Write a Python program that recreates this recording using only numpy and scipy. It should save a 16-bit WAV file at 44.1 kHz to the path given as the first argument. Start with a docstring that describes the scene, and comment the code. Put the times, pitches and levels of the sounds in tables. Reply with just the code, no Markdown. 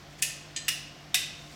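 """Folding bicycle in a parking garage

Close to the bicycle, one mono microphone: a lever snaps, a catch ticks, the hinge knocks, the clamp
shuts. Each click is a few quick contacts that set off a dense, short metallic clatter and some longer
modes. Hand and sleeve rub softly. Farther off, the concrete garage answers with a bright tail, and
ventilation hums and hisses throughout."""
import sys
import numpy as np
from scipy import signal
from scipy.fft import rfft, irfft
from scipy.io import wavfile
from scipy.ndimage import uniform_filter1d

SR = 44100
rng = np.random.default_rng(int(sys.argv[2]) if len(sys.argv) > 2 else 0)


def store_wav(level_fs):
    """Save 16-bit WAV to argv[1]."""
    pcm = np.round(np.clip(np.atleast_2d(level_fs), -1, 1) * 32767)
    wavfile.write(sys.argv[1], SR, pcm.T.astype(np.int16))


N = 68355
TIME_S = np.arange(N) / SR
BIN_HZ = np.arange(N // 2 + 1) * SR / N

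# Metal meeting metal, close to the microphone, by part: start_s, relative_db
CONTACTS = { "lever": [(0.2195, -16), (0.2231, 1), (0.2270, -4), (0.2323, -7), (0.2435, -16)],
            "catch": [(0.5624, 0.5), (0.5700, -1), (0.5750, -8)], "hinge": [(0.6816, -0.5), (0.6842, -3),
            (0.6885, 1.5)], "clamp": [(1.1436, 0.5), (1.1528, -6.5)]}
# Clatter of each part: level_db, t60_s, room_send_db
CLATTER = {"lever": (-19.5, 0.056, -6.5), "catch": (-30, 0.069, -8.5), "hinge": (-20, .04, -7.5),
           "clamp": (-15.5, 0.058, -7)}
# Spectra of the clatter: frequency_hz, relative_db
LEVER_COLOUR = [(650, -62), (1100, -40), (1320, -41), (1400, -21), (1510, -22), (1560, -17), (1690, -20.5),
                (1770, -6), (1890, -10.5), (2030, -8.5), (2220, -14.5), (2540, -2), (2690, -7.5),
                (3160, -9), (3610, -10), (3870, -14.5), (4910, -8), (5310, -10.5), (6670, -6), (7810, -4.5),
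                (8460, -9.5), (9910, -4), (10700, -10.5), (15200, -19.5), (16500, -24)]
CATCH_COLOUR = [(820, -57), (1400, -20), (1560, -33), (1780, -2), (1940, -9), (2200, -10), (2400, -2),
                (2670, -9), (3110, -0.5), (3400, -9.5), (3630, 1.5), (3810, -16), (4040, -0.5),
                (4410, -8.5), (4950, -2.5), (5340, -12), (5610, -11.5), (6730, 0), (7060, -13),
                (7630, -1.5), (8650, -18), (8900, -12.5), (11200, -27.5), (11700, -31), (14000, -47)]
HINGE_COLOUR = [(410, -56), (700, -28), (820, -29), (876, -27.5), (1160, -22), (1250, -18), (1300, -15.5),
                (1590, -17.5), (1740, -7.5), (2040, -7.5), (2210, -13.5), (2880, -1.5), (3200, -17.5),
                (3470, -9), (3750, -13), (4520, -14.5), (5360, -8), (6370, -13), (7560, -12.5), (8190, -11),
                (8860, -16), (9470, -11), (12200, -22), (15000, -15.5), (16500, -32)]
CLAMP_COLOUR = [(180, -48), (300, -29), (522, -25.5), (607, -38), (730, -11.5), (907, -33), (1110, -17),
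                (1330, -23.5), (1630, -9), (1870, -14), (1960, -4), (2170, -9), (2280, -10.5), (2570, -0.5),
                (2840, -4.5), (3360, -8.5), (3650, -0.5), (4030, -10.5), (5550, -7.5), (6900, -11.5),
                (7500, -8), (9490, -11), (10900, -15), (11800, -13), (16500, -26)]


def clatter(part, colour):
    """Quick contacts set off a dense metallic noise; returns the direct sound and the room send."""
    level_db, t60_s, send_db = CLATTER[part]
    power = sum((from_db(db) * decay(start_s, t60_s)) ** 2 for start_s, db in CONTACTS[part])
    direct = from_db(level_db) * tinted(burst(np.sqrt(power)), colour)
    return np.array([direct, from_db(send_db) * direct])


# Ringing of each part, applied to all its modes: gain_db, decay_stretch, room_send_db
RINGING = {"lever": (-0.88, 0.75, -10.5), "catch": (-0.7, 1, -11.5), "hinge": (-0.16, 0.74, -10.5),
           "clamp": (-0.85, 0.85, -11)}
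# Modes of the metal: pitch_hz, base_level_db, base_t60_s
LEVER_MODES = [(1802, -39, .24), (2490, -29, .13), (2575, -37, .2), (2620, -30, .18), (2853, -35, .4),
               (5428, -33, .1), (5600, -36, .14), (6298, -33, .1), (6424, -32, .1), (6546, -35, .16),
               (7487, -33, .1), (9881, -30, .1), (10204, -31, .13), (10893, -34, .12)]
CATCH_MODES = [(1801, -39, .2), (2853, -50, .4), (3160, -35, .14), (4094, -42, .3), (4926, -44, .2),
               (5747, -47, .28), (6090, -38, .1), (6704, -39, .2), (6763, -40, .14), (7376, -45, .28),
               (7484, -37, .1), (7743, -40, .25), (7922, -42, .4), (8424, -42, .1)]
HINGE_MODES = [(1797, -36, .2), (2020, -33, .15), (2630, -30, .12), (2785, -28, .1), (2850, -27, .33),
               (2915, -37, .12), (3235, -42, .3), (3565, -36, .1), (4993, -34, .1), (5222, -34, .22),
               (5448, -38, .14), (5538, -39, .2), (5908, -38, .1), (9465, -35, .1)]
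CLAMP_MODES = [(735, -40, .07), (2003, -27, .2), (2495, -33, .12), (2600, -28, .12), (2853, -35, .25),
               (3015, -37, .5), (3565, -34, .2), (3644, -28, .24), (3748, -35, .33), (4991, -33, .16),
               (5436, -29, .12), (5904, -35, .12), (7925, -33, .1), (9071, -35, .14)]


def ringing(part, modes):
    """The first firm contact sets the modes ringing; returns the direct sound and the room send."""
    gain_db, stretch, send_db = RINGING[part]
    hardest_db = max(db for _, db in CONTACTS[part])
    start_s = next(s for s, db in CONTACTS[part] if db > hardest_db - 10)
    direct = 0
    for pitch_hz, db, base_t60_s in modes:
        tone = np.sin(2 * np.pi * (pitch_hz * TIME_S + rng.random()))
        direct += from_db(gain_db + db) * decay(start_s, stretch * base_t60_s) * tone
    return np.array([direct, from_db(send_db) * direct])


def click(part, colour, modes):
    """One part snaps home: a short clatter, and modes that ring on."""
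    return clatter(part, colour) + ringing(part, modes)


# Hand and sleeve, near and dry: peak_s, level_db, half_width_s
RUBS = [(0.125, -60, 0.023), (0.196, -50, 0.013), (1.426, -57, 0.081), (1.53, -55, .03)]
# Spectrum of the friction: frequency_hz, relative_db
RUB_COLOUR = [(1800, 4), (3000, 2), (7500, 1.5), (10000, -8), (16000, -15)]


def rubs():
    """Brief swells of friction noise as the hand shifts its grip."""
    swells = sum(from_db(db) * np.exp(-((TIME_S - peak_s) / half_width_s) ** 2)
                 for peak_s, db, half_width_s in RUBS)
    return swells * tinted(rng.standard_normal(N), RUB_COLOUR)


# Reverberation of the concrete all around: frequency_hz, t60_s
GARAGE_T60 = [(500, 0.45), (2500, 0.68), (5000, 0.7), (8000, 0.43), (11000, 0.32), (16000, 0.31)]
# Strength of the tail off the walls: frequency_hz, relative_db
WALL_COLOUR = [(1000, -0.5), (3000, .5), (7000, 0), (11000, -1), (16000, -1.5)]


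def garage():
    """Impulse response of the garage: early reflections and a diffuse tail whose top dies first."""
    delay_s, build_s = 0.008, 0.004
    echo_count, echo_span_s, echo_gain = 10, 0.054, from_db(-4.5) / 2
    white = rfft(rng.standard_normal(N))
    centres_hz = np.geomspace(400, 17000, 14)
    tail = 0
    for hz, band_weights in zip(centres_hz, np.eye(len(centres_hz))):
        band = irfft(white * np.interp(BIN_HZ, centres_hz, band_weights), N)
        tail += from_db(at_hz(WALL_COLOUR, hz)) * band * decay(0, at_hz(GARAGE_T60, hz))
    tail *= 1 - np.exp(-np.maximum(TIME_S - delay_s, 0) / build_s)
    tail /= np.sqrt(np.sum(tail ** 2))
    # The floor and parked vehicles reflect; later echoes reach the microphone weaker.
    for lateness, polarity in rng.random((echo_count, 2)):
        arrival = int((delay_s + lateness * echo_span_s) * SR)
        tail[arrival] += np.sign(polarity - 0.5) * echo_gain * (1 - lateness)
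    return tail


# Moving air in the background: frequency_hz, relative_db
AIR_COLOUR = [(15, -48), (25, -8), (93, -7.5), (122, -10), (160, -3), (199, -11), (316, -8.5), (393, -15),
              (698, -10.5), (968, -19), (1050, -11.5), (1140, -18), (1240, -15.5), (2320, -16.5),
              (2810, -19.5), (3050, -17.5), (3890, -19.5), (4590, -20), (5550, -20), (6190, -24),
              (9580, -36.5), (14400, -39), (17000, -45)]
# Hum of fans and ducts: pitch_hz, level_db, phase_drift_rad2_per_s
FAN_TONES = [(56.8, -64.5, 12), (95.8, -65, 19), (148.2, -54.5, 8.5), (203.2, -69.5, 13), (246, -70, 2.7),
             (297.7, -63, 6), (349.8, -68.5, 8.2), (693.6, -67, 21)]


def ventilation(air_db=-50.5):
    """A steady rush of air with wavering fan tones."""
    air = from_db(air_db) * tinted(rng.standard_normal(N), AIR_COLOUR)
    hum = 0
    for pitch_hz, level_db, drift in FAN_TONES:
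        wander = np.cumsum(rng.standard_normal(N)) * np.sqrt(drift / SR)
        hum += from_db(level_db) * rms_one(np.sin(2 * np.pi * pitch_hz * TIME_S + wander))
    return air + hum


def from_db(db):
    """Decibels to gain."""
    return 10 ** (np.asarray(db) / 20)


def rms_one(x):
    """Scale to unit rms."""
    return x / np.sqrt(np.mean(x ** 2) + 1e-20)


def at_hz(points, hz):
    """Read a table on a log-frequency axis."""
    points_hz, values = np.transpose(points)
    return np.interp(np.log(hz + 1), np.log(points_hz), values)


def decay(start_s, t60_s, attack_s=0.00039):
    """A quick rise, then an exponential fall."""
    age_s = np.maximum(TIME_S - start_s, 0)
    return (1 - np.exp(-age_s / attack_s)) * np.exp(-np.log(1000) * age_s / t60_s)


def tinted(x, colour):
    """Give a sound this spectrum, falling away below its first point; white noise keeps its power."""
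    bass_rolloff = np.minimum(BIN_HZ / colour[0][0], 1) ** 2
    gain = from_db(at_hz(colour, BIN_HZ)) * bass_rolloff
    return irfft(rfft(x) * rms_one(gain), N)


def burst(envelope):
    """Noise under an envelope, evened out so that it excites all frequencies alike."""
    x = rng.standard_normal(N) * envelope
    for _ in range(3):
        flat = irfft(np.exp(1j * np.angle(rfft(x))), N)
        local_rms = np.sqrt(np.abs(uniform_filter1d(flat ** 2, size=128)) + 1e-14)
        x = envelope * flat / local_rms
    return x


def scene():
    """Four clicks and the rubs up close, the reverberation and the ventilation behind them."""
    direct, room_send = (click("lever", LEVER_COLOUR, LEVER_MODES)
                         + click("catch", CATCH_COLOUR, CATCH_MODES)
                         + click("hinge", HINGE_COLOUR, HINGE_MODES)
                         + click("clamp", CLAMP_COLOUR, CLAMP_MODES))
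    reverberation = signal.fftconvolve(room_send, garage())[:N]
    return (direct + reverberation + rubs() + ventilation())[None]


def record(dry):
    """The microphone chain rounds the peaks, then cuts the deep bass and the top."""
    peak_limit, low_cut_hz, high_cut_hz = 0.44, 33, 16500
    rounded = peak_limit * np.tanh(dry / peak_limit)
    low_cut = signal.butter(2, low_cut_hz, "high", fs=SR, output="sos")
    high_cut = signal.ellip(10, 0.1, 70, high_cut_hz, fs=SR, output="sos")
    return signal.sosfilt(high_cut, signal.sosfilt(low_cut, rounded))


dry = scene()
out = record(dry)
store_wav(out)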